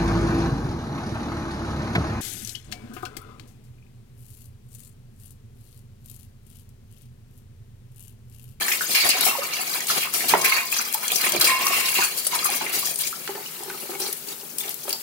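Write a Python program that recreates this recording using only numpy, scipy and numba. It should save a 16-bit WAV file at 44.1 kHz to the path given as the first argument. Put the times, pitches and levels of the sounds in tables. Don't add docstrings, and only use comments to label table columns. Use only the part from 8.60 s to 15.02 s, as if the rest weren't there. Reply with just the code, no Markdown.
import sys
import numpy as np
from scipy import signal
from scipy.fft import rfft, irfft, next_fast_len
from scipy.io import wavfile
from numba import njit

SR = 44100
rng = np.random.default_rng(int(sys.argv[2]) if len(sys.argv) > 2 else 0)


def wav_out(sig):
    wavfile.write(sys.argv[1], SR, np.round(np.clip(np.atleast_2d(sig).T, -1, 1) * 32767).astype(np.int16))


N = 283122
TIME = np.arange(N) / SR
PORT_LAG_S = .00038
LEFT_RIGHT = np.array([[1], [-1]])


def from_db(db):
    return 10 ** (np.asarray(db) / 20)


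def rms_one(x):
    return x / np.sqrt(np.mean(x ** 2) + 1e-20)


def at_hz(points, hz):
    table_hz, value = np.transpose(points)
    return np.interp(np.log(np.maximum(hz, 1)), np.log(table_hz), value)


def coloured(x, points, share=1):
    size = next_fast_len(N + 4096)
    gain = from_db(share * at_hz(points, np.fft.rfftfreq(size, 1 / SR)))
    return irfft(rfft(x, size) * gain, size)[..., :N]


def drift(per_s):
    knots = rng.standard_normal(4096)
    return rms_one(np.interp(TIME * per_s, np.arange(len(knots)), knots))


def resonate(x, hz, width_hz):
    r = np.exp(-np.pi * width_hz / SR)
    feed = np.array([1, 0, -1]) * (1 - r * r) / 2
    feedback = [1, -2 * r * np.cos(2 * np.pi * hz / SR), r * r]
    return signal.lfilter(feed, feedback, x + 1e-18)


def high_pass(x, hz):
    return signal.sosfilt(signal.butter(2, hz, "high", fs=SR, output="sos"), x + 1e-18)


def add(out, s, sound):
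    at = max(int(s * SR), 0)
    part = sound[..., :max(N - at, 0)]
    out[..., at:at + part.shape[-1]] += part


def add_placed(out, s, sound, place):
    add(out[0], s - place * PORT_LAG_S / 2, sound)
    add(out[1], s + place * PORT_LAG_S / 2, sound)


def surging(rows, column, churn_db, fall_s, rise_s=0.019):
    power, t = np.zeros(N) + from_db(churn_db) ** 2, TIME[:SR // 2]
    for s, length, *levels in rows:
        swell = np.minimum(t / rise_s, 1) * np.exp(-np.maximum(t - length, 0) / fall_s)
        add(power, s, (from_db(levels[column]) * swell) ** 2)
    return np.sqrt(power)


def slops(per_s=90, spread_db=3, fall_s=.006, floor=.4):
    lands = (rng.random(N) < per_s / SR) * from_db(spread_db * rng.standard_normal(N)) ** 2
    power = signal.lfilter([1], [1, -np.exp(-1 / (fall_s * SR))], lands + 1e-18)
    return np.sqrt(floor + (1 - floor) * power / power.mean())


@njit
def ring_bubbles(length, start, gain, step, cycles, rise):
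    out = np.zeros((2, length))
    for k in range(len(step)):
        life = int(cycles[k] * 2 * np.pi / step[k]) + 2
        turn = np.exp(1j * step[k] - np.log(1000) / life)
        climb = np.exp(1j * step[k] * rise / life)
        z = 1 + 0j
        for i in range(life):
            z *= turn
            turn *= climb
            for port in range(2):
                if 0 <= start[k, port] + i < length:
                    out[port, start[k, port] + i] += gain[k, port] * z.imag
    return out


# pitch_hz [Hz], level_db [dB per Hz]
WATER_COLOUR = [(59, -57), (100, -27), (140, -17), (277, -17.5), (381, -10.5), (560, -16), (691, -17),
                (1060, -3), (1650, -5), (2420, -3), (3400, -4.5), (4570, -4), (6420, -5.5), (15000, -7.5),
                (16000, -2)]


def bubbles(low_hz, high_hz, per_s, cycles, rise, spread_db=4.4, clump_db=2.2):
    chance = rng.random((80000, 7))[:max(int(per_s * N / SR), 50)]
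    when, pitch, size, place, sign, facing, damping = chance.T
    hz = low_hz * (high_hz / low_hz) ** pitch
    at, ports = (when * N).astype(int), np.array([-1, 1])
    size_db = spread_db * np.minimum(-np.log(1 - size), 3) + clump_db * drift(90)[at]
    gain = from_db(size_db + at_hz(WATER_COLOUR, hz)) * hz * np.sign(sign - .5)
    start = at[:, None] + (ports * (place[:, None] - .5) * PORT_LAG_S * SR).astype(int)
    gains = gain[:, None] * (1 + ports * (facing[:, None] - .5))
    swarm = ring_bubbles(N, start, gains, 2 * np.pi * hz / SR, cycles * 2 ** (2 * damping - 1), float(rise))
    return rms_one(high_pass(high_pass(swarm, low_hz / 2), low_hz / np.sqrt(2)))


# time_s [s], thrown_drops_db [dB], trapped_air_db [dB]
CHURN = [(0, -26, -25), (.25, -25, -34), (.5, -33, -34), (.8, -32, -31), (1.03, -28, -31), (1.5, -36, -42),
         (1.9, -24.5, -28), (2.1, -31, -38), (2.42, -33, -35.5), (3.0, -28.5, -29), (3.5, -28.5, -32),
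         (3.65, -28.5, -40), (3.95, -32, -30.5), (4.35, -31, -52), (4.6, -38.5, -43.5), (5.2, -40.5, -41),
         (5.8, -57, -58), (6.42, -37, -56)]
# start_s [s], length_s [s], thrown_drops_db [dB], dragged_air_db [dB], slosh_db [dB]
STROKES = [(0.0, 0.01, -44, -19, -37), (0.09, 0.027, -38, -40, -62), (0.278, 0.055, -20.5, -36, -37.5),
           (0.34, 0.12, -27.5, -30, -67), (0.424, 0.059, -22.5, -21.5, -32),
           (0.527, 0.068, -28.5, -25, -43), (0.592, 0.05, -23, -21, -39), (0.655, 0.04, -26, -20.5, -32),
           (0.918, 0.085, -33, -30, -42.5), (1.073, 0.1, -30, -31, -40.5),
           (1.285, 0.086, -43, -25.5, -35.5), (1.347, 0.035, -19.5, -24, -43),
           (1.409, 0.049, -33, -27, -49), (1.526, 0.033, -22, -27, -38), (1.582, 0.099, -31.5, -29, -38.5),
           (1.688, 0.039, -23.5, -17, -34), (1.723, 0.1, -30.5, -50, -32.5),
           (1.832, 0.056, -22.5, -21, -36.5), (1.904, 0.088, -33, -22.5, -47), (2.104, 0.12, -25, -29, -68),
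           (2.232, 0.054, -26, -30.5, -65), (2.405, 0.12, -29, -35, -58), (2.518, 0.048, -23, -36, -37.5),
           (2.575, 0.065, -25, -27, -58), (2.621, 0.07, -20, -24, -37.5), (2.718, 0.044, -29, -24, -30),
           (2.797, 0.12, -26, -20.5, -35.5), (2.925, 0.12, -49, -27.5, -47), (2.991, 0.14, -28.5, -34, -39),
           (3.151, 0.06, -24, -25, -43), (3.23, 0.06, -22.5, -36, -42), (3.349, 0.099, -23, -25, -40.5),
           (3.55, 0.033, -27.5, -50, -46.5), (3.707, 0.047, -27, -25, -37),
           (3.768, 0.11, -25, -32.5, -42.5), (3.875, 0.092, -26.5, -30, -40),
           (3.991, 0.17, -56, -31, -41.5), (4.128, 0.075, -25, -36, -42), (4.207, 0.12, -26, -36.5, -41.5),
           (4.379, 0.1, -25, -37, -50)]
# start_s [s], length_s [s], thrown_drops_db [dB], dragged_air_db [dB], drumming_db [dB]
SPURTS = [(4.675, 0.046, -55, -61, -36.5), (4.73, 0.077, -65, -59, -42.5), (4.979, 0.17, -50, -61, -44.5),
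          (5.208, 0.032, -52, -41, -41), (5.286, 0.073, -38, -43, -37.5), (5.38, 0.12, -29, -44.5, -40),
          (5.488, 0.058, -32.5, -69, -62), (5.661, 0.066, -35, -43, -41.5), (5.982, 0.021, -23, -54, -57),
          (6.016, 0.085, -37.5, -43.5, -44), (6.261, 0.045, -31, -39, -38)]
# low_hz [Hz], high_hz [Hz], rate_per_s [1/s], ringing_cycles [typical cycles to fall 60 dB],
# pitch_rise [share of pitch], level_db [dB], air_share [0 follows thrown drops, 1 trapped air]
SWARMS = [(600, 2400, 220, 28, .1, -10, 1), (810, 2825, 1400, 42, .08, -3.8, 1),
          (2804, 4600, 1400, 110, .015, -5.5, .69), (4584, 7000, 1400, 130, .005, -5.5, .27),
          (6900, 15600, 5000, 26, .013, -1, 0)]
# low_hz [Hz], high_hz [Hz], rate_per_s [1/s], ringing_cycles [typical cycles to fall 60 dB],
# pitch_rise [share of pitch], level_db [dB]
DROPLETS = [(1500, 6000, 170, 20, .04, -12.5), (3500, 14000, 140, 9, 0, -11.5)]


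def water(slosh_db=-0.5, tumble_db=1.3, tumble_per_s=45):
    s, *columns = np.transpose(CHURN)
    drops_db, air_db = [np.interp(TIME, s, level) for level in columns]
    drops = slops() * surging(STROKES + SPURTS, column=0, churn_db=drops_db, fall_s=.018)
    air = surging(STROKES + SPURTS, column=1, churn_db=air_db, fall_s=.013)
    slosh = surging(STROKES, column=2, churn_db=-26 + .63 * air_db, fall_s=.02)
    out = from_db(slosh_db) * slosh * bubbles(140, 800, per_s=1300, cycles=14, rise=.15)
    for low_hz, high_hz, per_s, cycles, rise, db, air_share in SWARMS:
        level = from_db(db + tumble_db * drift(tumble_per_s))
        strength = air ** air_share * drops ** (1 - air_share)
        out += level * strength * bubbles(low_hz, high_hz, per_s, cycles, rise)
    for low_hz, high_hz, per_s, cycles, rise, db in DROPLETS:
        out += from_db(db) * drops * bubbles(low_hz, high_hz, per_s, cycles, rise)
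    return out


# start_s [s], level_db [dB, relative], air_pitch_hz [Hz], air_weight_db [dB], fade_s [s]
SPLASHES = [(0.306, -14, 4300, 2.5, 0.08), (0.344, -4.5, 2340, 0, 0.062), (0.345, -5, 4700, 2.5, 0.025),
            (0.396, -14.5, 4630, 10, 0.027), (0.454, -4.5, 2370, -7, 0.01), (0.4915, -7, 2610, 1.5, 0.043),
            (0.497, -0.5, 4950, 2, 0.012), (0.6, -22, 4300, 4, 0.046), (0.645, 4, 2880, -21, 0.043),
            (0.833, -4, 5750, 0, 0.0042), (1.132, -16.5, 4050, 8, 0.011), (1.279, -3.5, 3570, -7.5, 0.062),
            (1.299, 1.5, 5740, -7, 0.016), (1.401, -5, 3000, -8, 0.039), (1.531, -6.5, 7950, -15, 0.23),
            (1.681, 4.5, 2400, -18, 0.023), (1.812, -12.5, 6100, 17, 0.0043), (1.843, 8, 1920, -9, 0.015),
            (1.928, -3, 4420, -7, 0.023), (2.196, -21, 4420, 4, 0.024), (2.335, 4, 7340, -16, 0.0089),
            (2.499, -13, 3000, 3, 0.014), (2.567, -2, 5960, -15, 0.013), (2.638, -5.5, 2330, -1, 0.013),
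            (2.704, -13, 2450, -19, 0.029), (2.803, -16, 2450, 0, 0.0091), (2.809, 14, 4440, -6, 0.0057),
            (2.844, 5, 4500, -5, 0.018), (2.867, 4.5, 2520, -8, 0.012), (3.076, 6, 2560, -11, 0.0062),
            (3.118, -8, 2570, -3, 0.17), (3.251, -8, 4030, 0, 0.02), (3.336, 0.5, 7780, -21, 0.026),
            (3.349, -6.5, 2600, 0, 0.041), (3.435, 1, 8800, -3, 0.016), (3.571, -2.5, 5170, -27, 0.03),
            (3.659, -11, 7060, -22, 0.012), (3.857, 5, 9300, -8, 0.0082), (4.126, -5, 2120, -13, 0.063),
            (4.215, -13, 4560, 4, 0.0089), (4.268, -7, 5700, -10, 0.024), (4.395, -10.5, 3620, -5.5, 0.037),
            (4.46, -19, 7310, 6, 0.031), (5.199, -23, 11000, 4, 0.038), (5.399, -13, 3800, -1.5, 0.012),
            (5.414, -9.5, 5440, 3, 0.015), (5.43, -12, 5000, -9, 0.0077), (5.454, -21, 4450, 9, 0.015),
            (5.563, -17, 9900, -3, 0.019), (5.996, -27, 3460, 3, 0.022), (6.032, -21, 2320, 0, 0.02),
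            (6.076, -18, 3480, 2, 0.01), (6.102, -7.5, 9000, -9, 0.013), (6.23, -21.5, 6400, 7.5, 0.008),
            (6.285, -22, 2580, -5, 0.012), (6.331, -20, 890, -3.5, 0.021)]


def splashes(rise_s=0.0032, sharpness=4, spray_db=-13, pocket_db=-5, spray_hz=4000):
    out, t = np.zeros((2, N)), TIME[:SR // 6]
    for s, db, hz, weight_db, length in SPLASHES:
        spray, fizz = rng.standard_normal((2, 2, len(t)))
        delay = int(rng.uniform(.0003, .0014) * SR)
        spray = rms_one(spray + .8 * np.roll(spray, delay, axis=1))
        burst = from_db(db) * (1 - np.exp(-t / rise_s)) * np.exp(-t / max(length, .002))
        pocket = from_db(pocket_db + weight_db) * rms_one(resonate(fizz, hz, hz / sharpness)) / 2
        add(out, s, burst * (from_db(spray_db) * high_pass(spray, spray_hz) + pocket))
    return out


# start_s [s], level_db [dB, relative], pitch_hz [Hz], fade_s [s]
SMACKS = [(0.0815, -6, 1850, .003), (0.4634, -14, 4800, .006), (0.4893, -4.5, 9840, .006),
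          (0.6085, -8, 11600, .005), (0.6514, -8, 3190, .004), (1.205, -14, 6800, .004),
          (1.269, -12, 8300, .004), (1.434, -11, 2600, .004), (1.5374, -14, 13000, .006),
          (1.692, -9, 4430, .008), (2.3261, -14, 12900, .002), (2.3426, -10, 13400, .005),
          (2.4796, -8, 7100, .003), (2.518, -2.5, 3670, .0045), (2.6177, -4, 4370, .0018),
          (2.7205, -4.5, 9500, .002), (2.7974, -11.5, 12000, .005), (2.843, -1.5, 4600, .005),
          (3.067, -3.5, 5850, .003), (3.667, -7, 10000, .006), (3.901, -6, 9900, .0012),
          (4.271, -12, 6000, .002), (4.358, -11, 9200, .0025), (4.418, -13, 9000, .003),
          (4.472, -14, 7250, .004), (5.034, -22, 9200, .004), (5.461, -16, 4600, .004),
          (5.5268, -15, 11400, .005), (5.686, -20, 5000, .005), (5.9833, -12, 10300, .004),
          (6.035, -21, 3400, .004), (6.0915, -19, 13000, .005), (6.1414, -20, 13100, .004),
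          (6.2925, -15, 10500, .005), (6.294, -16, 3000, .005), (6.3055, -14, 4700, .004),
          (6.3275, -6.5, 4900, .004)]


def smacks(ring_db=3, crack_db=-7, crack_hz=4500, rise_s=.0005):
    out, t = np.zeros((2, N)), TIME[:SR // 25]
    for s, db, hz, length in SMACKS:
        swell = (1 - np.exp(-t / rise_s)) * np.exp(-t / length)
        hit = from_db(db) * rng.standard_normal((2, len(t))) * swell
        crack = from_db(crack_db) * high_pass(hit, crack_hz)
        ping = from_db(ring_db) * resonate(hit, hz, hz / 7)
        add(out, s, crack + ping)
    return out


# start_s [s], level_db [dB, relative], pitch_hz [Hz]
PLOPS = [(0.012, -24, 1190), (0.081, -12, 1810), (0.116, -12, 2120), (0.133, -15, 2300), (0.208, -14, 1444),
         (0.45, -16, 700), (0.547, -19, 733), (0.664, -15, 734), (0.71, -17.5, 1084), (0.749, -20, 914),
         (0.784, -19.5, 554), (0.819, -19, 1210), (0.991, -25, 725), (1.075, -36, 690), (1.204, -21, 1870),
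         (1.3, -15.5, 1330), (1.368, -23.5, 725), (1.43, -12.5, 2460), (1.471, -23, 1110),
         (1.605, -16.5, 1920), (1.99, -31, 698), (2.194, -18.5, 1380), (2.347, -19, 876),
         (2.433, -21, 1144), (2.517, -26, 723), (2.645, -21, 1090), (3.009, -15.5, 2620), (3.015, -22, 686),
         (3.064, -13.5, 1150), (3.105, -24, 676), (3.131, -16, 1160), (3.387, -12.5, 953),
         (3.419, -14, 1440), (3.728, -16, 975), (3.755, -25, 904), (3.825, -22, 1250), (3.853, -11.5, 1170),
         (3.89, -22, 805), (4.01, -17.5, 860), (4.063, -15, 2120), (4.227, -25.5, 1110),
         (4.527, -23.5, 1304), (4.699, -35, 850), (4.775, -27, 840), (5.023, -30, 810), (5.082, -30, 840),
         (5.15, -35, 814), (5.293, -35, 497), (5.43, -41, 835), (5.485, -36, 850), (6.075, -35, 690)]


def plops(cycles=20, rise=0.072, ring_db=-4.5, froth_db=-8, froth_s=0.012, froth_sharpness=2.8):
    out, t = np.zeros((2, N)), TIME[:SR // 6]
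    places = rng.uniform(-.8, .8, len(PLOPS))
    for (s, db, hz), place in zip(PLOPS, places):
        age = t * hz / cycles
        swell = 1 - np.exp(-t * hz)
        phase = 2 * np.pi * np.cumsum(hz * (1 + rise * (np.minimum(age, 1) - .2))) / SR
        add_placed(out, s, from_db(db + ring_db - 20 * age) * swell * np.sin(phase), place)
        width = hz / froth_sharpness
        froth = resonate(resonate(rng.standard_normal((2, len(t))), hz, width), hz, width)
        add(out, s, from_db(db + froth_db) * rms_one(froth) * swell * np.exp(-t / froth_s))
    return out


# start_s [s], level_db [dB, relative], pitch_hz [Hz]
THUDS = [(0.294, -24, 704), (0.436, -28, 408), (0.453, -16, 714), (0.49, -22, 272), (0.55, -23.5, 426),
         (0.665, -18, 406), (0.988, -27, 397), (1.147, -32, 458), (1.704, -24, 400), (1.737, 8, 915),
         (1.741, -3.5, 397), (1.751, -1, 663), (2.514, -21, 454), (2.746, -16, 685), (2.747, -15, 442),
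         (3.103, -24, 374), (3.387, -13, 378), (3.667, -17, 624), (3.947, -22, 273), (4.691, -12.5, 391),
         (4.752, -17.5, 404), (5.005, -22, 386), (5.08, -18.5, 384), (5.102, -23, 374), (5.147, -21.5, 380),
         (5.232, -37, 393), (5.255, -28, 418), (5.293, -16.5, 352), (5.351, -23.5, 374),
         (5.401, -16.5, 380), (5.419, -15.5, 378), (5.438, -22, 382), (5.463, -20, 387), (5.488, -18, 400),
         (5.831, -27, 387), (5.935, -28.5, 295), (6.053, -24, 381), (6.253, -23, 387), (6.28, -15.5, 567),
         (6.329, -25, 650)]


def thuds(cycles=19, pocket_db=-7.5, overtone=2.105, overtone_db=-7, churn_db=-19.0, churn_s=0.004,
          churn_hz=750, low_hz=220):
    out, t = np.zeros((2, N)), TIME[:SR // 6]
    places = rng.uniform(-.7, .7, len(THUDS))
    for (s, db, hz), place in zip(THUDS, places):
        phase = 2 * np.pi * hz * t
        tones = np.sin(phase) + from_db(overtone_db) * np.sin(overtone * phase)
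        pocket = tones * from_db(-60 * t * hz / cycles) * (1 - np.exp(-2 * t * hz))
        churn = resonate(rng.standard_normal((2, len(t))), churn_hz, churn_hz * 2)
        churn = rms_one(resonate(churn, churn_hz, churn_hz * 2)) * np.exp(-t / churn_s)
        add_placed(out, s, from_db(db + pocket_db) * pocket, place)
        add(out, s, from_db(db + churn_db) * churn)
    return high_pass(out, low_hz)


# start_s [s], level_db [dB, relative], first_pitch_hz [Hz], last_pitch_hz [Hz]
GULPS = [(.295, -33, 280, 190), (.59, -27, 300, 200), (1.655, -30, 280, 200), (1.728, -29, 260, 150),
         (2.19, -34, 270, 190), (2.675, -31, 280, 190), (2.748, -25, 380, 95), (2.785, -28, 160, 105),
         (3.385, -34, 240, 140)]


def gulps(glide_s=0.021, fade_s=0.0089, rise_s=0.004):
    out, t = np.zeros((2, N)), TIME[:SR // 5]
    for s, db, first_hz, last_hz in GULPS:
        hz = last_hz + (first_hz - last_hz) * np.exp(-t / glide_s)
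        note = np.sin(2 * np.pi * np.cumsum(hz) / SR)
        add(out, s, from_db(db) * (1 - np.exp(-t / rise_s)) * np.exp(-t / fade_s) * note)
    return out


# [dB, against the plain sound]
HOLLOW = [(359, 26, -1.5), (692, 52, 6.5), (840, 25, -3), (1262, 52, -9), (2167, 370, 0), (2470, 24, -5),
          (2704, 45, 5.5), (3157, 46, -3.5), (4120, 130, -5), (4550, 76, 4.5), (4960, 41, 2),
          (5950, 110, -3.5), (7100, 72, -23), (8710, 130, -10), (9460, 200, -10), (9990, 150, -6),
          (10500, 220, -13), (11650, 110, -13)]


def bowl_hollow(wet, level_db=-4.5):
    ringing = sum(from_db(db) * resonate(wet, hz, width) for hz, width, db in HOLLOW)
    return from_db(level_db) * (wet + ringing)


# start_s [s], level_db [dB], first_pitch [factor at the bump],
# last_pitch [factor once the water at the wall has swung back]
BUMPS = [(0.33, -31, 1.02, 1.06), (0.69, -25, 1.08, 1.03), (1.742, -20, 1.05, 1.01), (1.85, -21, 1.04, 1.0),
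         (1.94, -23.5, 1.0, .99), (2.874, -12.5, .995, 1.005), (3.015, -18.5, 1.03, 1.09),
         (3.2, -27, 1.01, 1.0), (3.86, -34, 1.0, 1.0)]
# pitch_hz [Hz], bumped_db [dB], fade_60db_s [s], bend_share [0-1 of the water's pitch bend], washed_db [dB]
BOWL = [(1039, -1.5, .45, 1, -8), (1104, -9, .45, 1, -11), (1880, -15, .4, .3, -8), (2185, -6, .55, .3, -1),
        (2476, -10, .45, .2, 0), (2748, -13, .6, .2, -.5)]


def bowl(waver=.006, swell_s=.038, swing_s=.09, flutter_db=2.1, rough=.24, rough_per_s=90):
    out, t, sway = np.zeros((2, N)), TIME[:SR], drift(45)
    for hz, mode_db, t60, bend_share, _ in BOWL:
        mode = np.zeros((2, N), complex)
        for s, db, first, last in BUMPS:
            pitch = last + (first - last) * np.exp(-t / swing_s)
            bend = (pitch * (1 + waver * np.interp(s + t, TIME, sway))) ** bend_share
            apart = LEFT_RIGHT * np.pi * hz * PORT_LAG_S * rng.uniform(0, 1 / 2)
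            level = from_db(db + mode_db - 60 * t / t60) * (1 - np.exp(-t / swell_s))
            phase = 2 * np.pi * np.cumsum(hz * bend) / SR + apart
            add(mode, s, level * np.exp(1j * phase))
        lapping = 1 + rough * np.array([drift(rough_per_s) + 1j * drift(rough_per_s) for port in range(2)])
        out += np.imag(mode * lapping) * from_db(flutter_db * drift(40.35))
    return out


# start_s [s], length_s [s], level_db [dB]
WASHES = [(.35, .14, -41), (1.845, .16, -35), (2.63, .06, -39), (2.83, .12, -34.5), (3.0, .3, -36.5),
          (3.36, .08, -37), (3.75, .25, -43)]


def wash(width_hz=38, fall_s=0.051, side=0.95):
    song = np.zeros((2, N))
    for hz, _, _, _, db in BOWL:
        nudges = rng.standard_normal((2, N))
        song += from_db(db) * rms_one(resonate(resonate(nudges, hz, width_hz), hz, width_hz))
    mid, apart = rms_one(song)
    level = surging(WASHES, column=0, churn_db=-83, fall_s=fall_s)
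    return level * (mid + side * apart * LEFT_RIGHT)


# start_s
# [s], level_db [dB], loudest_pitch_hz [Hz]
TINKS = [(2.8445, -19, 4700), (2.862, -25, 9500), (2.876, -24.5, 8600), (6.3285, -24, 5000)]
# pitch_hz [Hz], level_db [dB]
HIGH_MODES = [(4480, -10), (4996, -6.5), (6030, -18), (7310, 0), (8470, -2), (9210, -6), (9950, -1), (11800, -7)]


def tinks(spread_octaves=.3, t60_s=.27):
    out, t = np.zeros((2, N)), TIME[:SR // 3]
    for s, db, centre_hz in TINKS:
        for hz, mode_db in HIGH_MODES:
            weight = np.exp(-(np.log2(hz / centre_hz) / spread_octaves) ** 2 / 2)
            ring = from_db(db + mode_db - 60 * t / t60_s) * np.sin(2 * np.pi * hz * t)
            add_placed(out, s, weight * ring, rng.uniform(-1, 1))
    return out


# [dB per Hz, relative]
TAP_COLOUR = [(250, -30), (500, -5), (1500, -4), (2600, -7.5), (4500, -4.5), (7000, -3.5), (11000, -1.5),
              (16000, 0)]


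def tap(hiss_db=-38, fizz_db=-47.5, sputter_db=0.5, pan_db=1):
    pan = from_db(pan_db * LEFT_RIGHT / 2)
    hiss = rms_one(coloured(rng.standard_normal((2, N)), TAP_COLOUR))
    fizz = bubbles(low_hz=2400, high_hz=15000, per_s=900, cycles=70, rise=.01)
    fizz = rms_one(from_db(sputter_db * drift(25)) * fizz)
    return pan * (from_db(hiss_db) * hiss + from_db(fizz_db) * fizz)


# [dB, relative]
JET_POCKET = [(388.6, 23, 9.5), (850, 100, -1.5), (1170, 200, -9.5)]


def drumming(per_s=500, idle_db=-56, fall_s=0.016, level_db=-3.0, gurgle_db=-6, side=0.7):
    beads = rng.standard_normal((2, N)) * (rng.random(N) < per_s / SR)
    mid, apart = rms_one(sum(from_db(db) * resonate(beads, hz, width) for hz, width, db in JET_POCKET))
    pocket = mid + side * apart * LEFT_RIGHT
    gurgle = bubbles(low_hz=253, high_hz=690, per_s=120, cycles=10, rise=.15)
    level = from_db(level_db) * surging(SPURTS, column=2, churn_db=idle_db, fall_s=fall_s)
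    return level * (pocket + from_db(gurgle_db) * gurgle)


# start_s [s], level_db [dB], pitch_hz [Hz], ringing_cycles [cycles to fall 25 dB],
# slap_db [dB against the ring]
DRIPS = [(4.676, -24, 2930, 35, -5), (4.676, -22, 1700, 14, -3), (4.755, -28, 1750, 14, -4),
         (4.860, -24, 2900, 42, -19), (5.099, -23, 1500, 22, -5), (5.351, -28, 2190, 36, -6),
         (6.005, -23, 3500, 90, -14), (6.08, -24, 3500, 30, -6)]


def drips(rise=.03, slap_s=.004):
    out, t = np.zeros((2, N)), TIME[:SR // 12]
    places = rng.uniform(-.25, .25, len(DRIPS))
    for (s, db, hz, cycles, slap_db), place in zip(DRIPS, places):
        age = t * hz / cycles
        phase = 2 * np.pi * np.cumsum(hz * (1 + rise * np.minimum(age, 1))) / SR
        ring = np.sin(phase) * from_db(-25 * age) * (1 - np.exp(-20 * age))
        slap = rms_one(resonate(rng.standard_normal(len(t)), hz, hz)) * np.exp(-t / slap_s)
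        add_placed(out, s, from_db(db) * (ring + from_db(slap_db) * slap), place)
    return out


# time_s [s, half a fade after the start], peak_db [dB]
KNOCKS = [(.339, -60), (.599, -51), (1.708, -49), (2.795, -43), (3.389, -58), (3.669, -59)]


def knocks(centre_hz=48, width_hz=45, fade_s=0.037):
    out, t = np.zeros((2, N)), TIME[:SR // 4]
    edges_hz = [centre_hz - width_hz / 2, centre_hz + width_hz / 2]
    band = signal.butter(2, edges_hz, "band", fs=SR, output="sos")
    for s, db in KNOCKS:
        push = signal.sosfilt(band, rng.standard_normal((2, len(t))) * np.exp(-t / fade_s))
        add(out, s - fade_s / 2, from_db(db) * push / np.abs(push).max())
    return out


def wall_echoes(x, count=3, shortest_s=.0009, longest_s=.005, echo_db=-3.5, low_hz=1800, wander_per_s=7):
    weights = np.array([np.exp(2 * drift(wander_per_s)) for spot in range(count)])
    weights /= np.sqrt(np.sum(weights ** 2, axis=0))
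    treble = signal.sosfiltfilt(signal.butter(2, low_hz, "high", fs=SR, output="sos"), x)
    out, gain = treble.copy(), from_db(echo_db)
    for weight in weights:
        for port in range(2):
            echoes = np.zeros(N)
            for delay_s in rng.uniform(shortest_s, longest_s, size=count):
                add(echoes, delay_s, gain * rng.choice([-1, 1]) * treble[port])
            out[port] += weight * echoes
    return x - treble + out / np.sqrt(1 + count * gain ** 2)


def kitchen(x, t60_s=0.24, level_db=-6.5):
    t = TIME[:SR // 2]
    tail = rng.standard_normal((2, len(t))) * from_db(-60 * t / t60_s) * (t > .002)
    tail /= np.sqrt(np.sum(tail ** 2, axis=1, keepdims=True))
    tail = signal.sosfilt(signal.butter(1, 7000, fs=SR, output="sos"), tail)
    return from_db(level_db) * signal.fftconvolve(x, tail, axes=1)[:, :N]


# [dB per Hz, relative]
BACKGROUND_COLOUR = [(18, -85), (30, -55), (54, -72), (87, -10), (119, -10), (144, 5), (240, -3),
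                     (297, -14), (322, 0), (432, 1), (571, -3), (996, -32), (1500, -17), (1950, -77),
                     (3300, -120)]


def background(rush_db=-53.5, width=0.57, hum_hz=237, hum_db=-59.5):
    mid, side = rms_one(coloured(rng.standard_normal((2, N)), BACKGROUND_COLOUR))
    hum = from_db(hum_db) * np.sqrt(2) * np.sin(2 * np.pi * hum_hz * TIME)
    return from_db(rush_db) * (mid + width * side * LEFT_RIGHT) + hum


def scene():
    wet = bowl_hollow(wall_echoes(water() + splashes()))
    close = wet + smacks() + plops() + drips() + thuds() + gulps() + drumming()
    steel = bowl() + tinks() + wash()
    return close + steel + kitchen(close) + tap() + knocks() + background()


# pitch_hz [Hz], left_over_right_db [dB]
PORT_BALANCE = [(200, 0), (400, .5), (700, -3.5), (1300, 0), (2400, -.5), (4400, .3), (8100, 5.8),
                (15000, 11)]


def record(dry, cutoff_hz=15750):
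    left = coloured(dry[0], PORT_BALANCE, 1 / 2)
    right = coloured(dry[1], PORT_BALANCE, -1 / 2)
    rounded = np.tanh(np.array([left, right]))
    return signal.sosfilt(signal.ellip(12, .1, 80, cutoff_hz, fs=SR, output="sos"), rounded)


dry = scene()
out = record(dry)
wav_out(out)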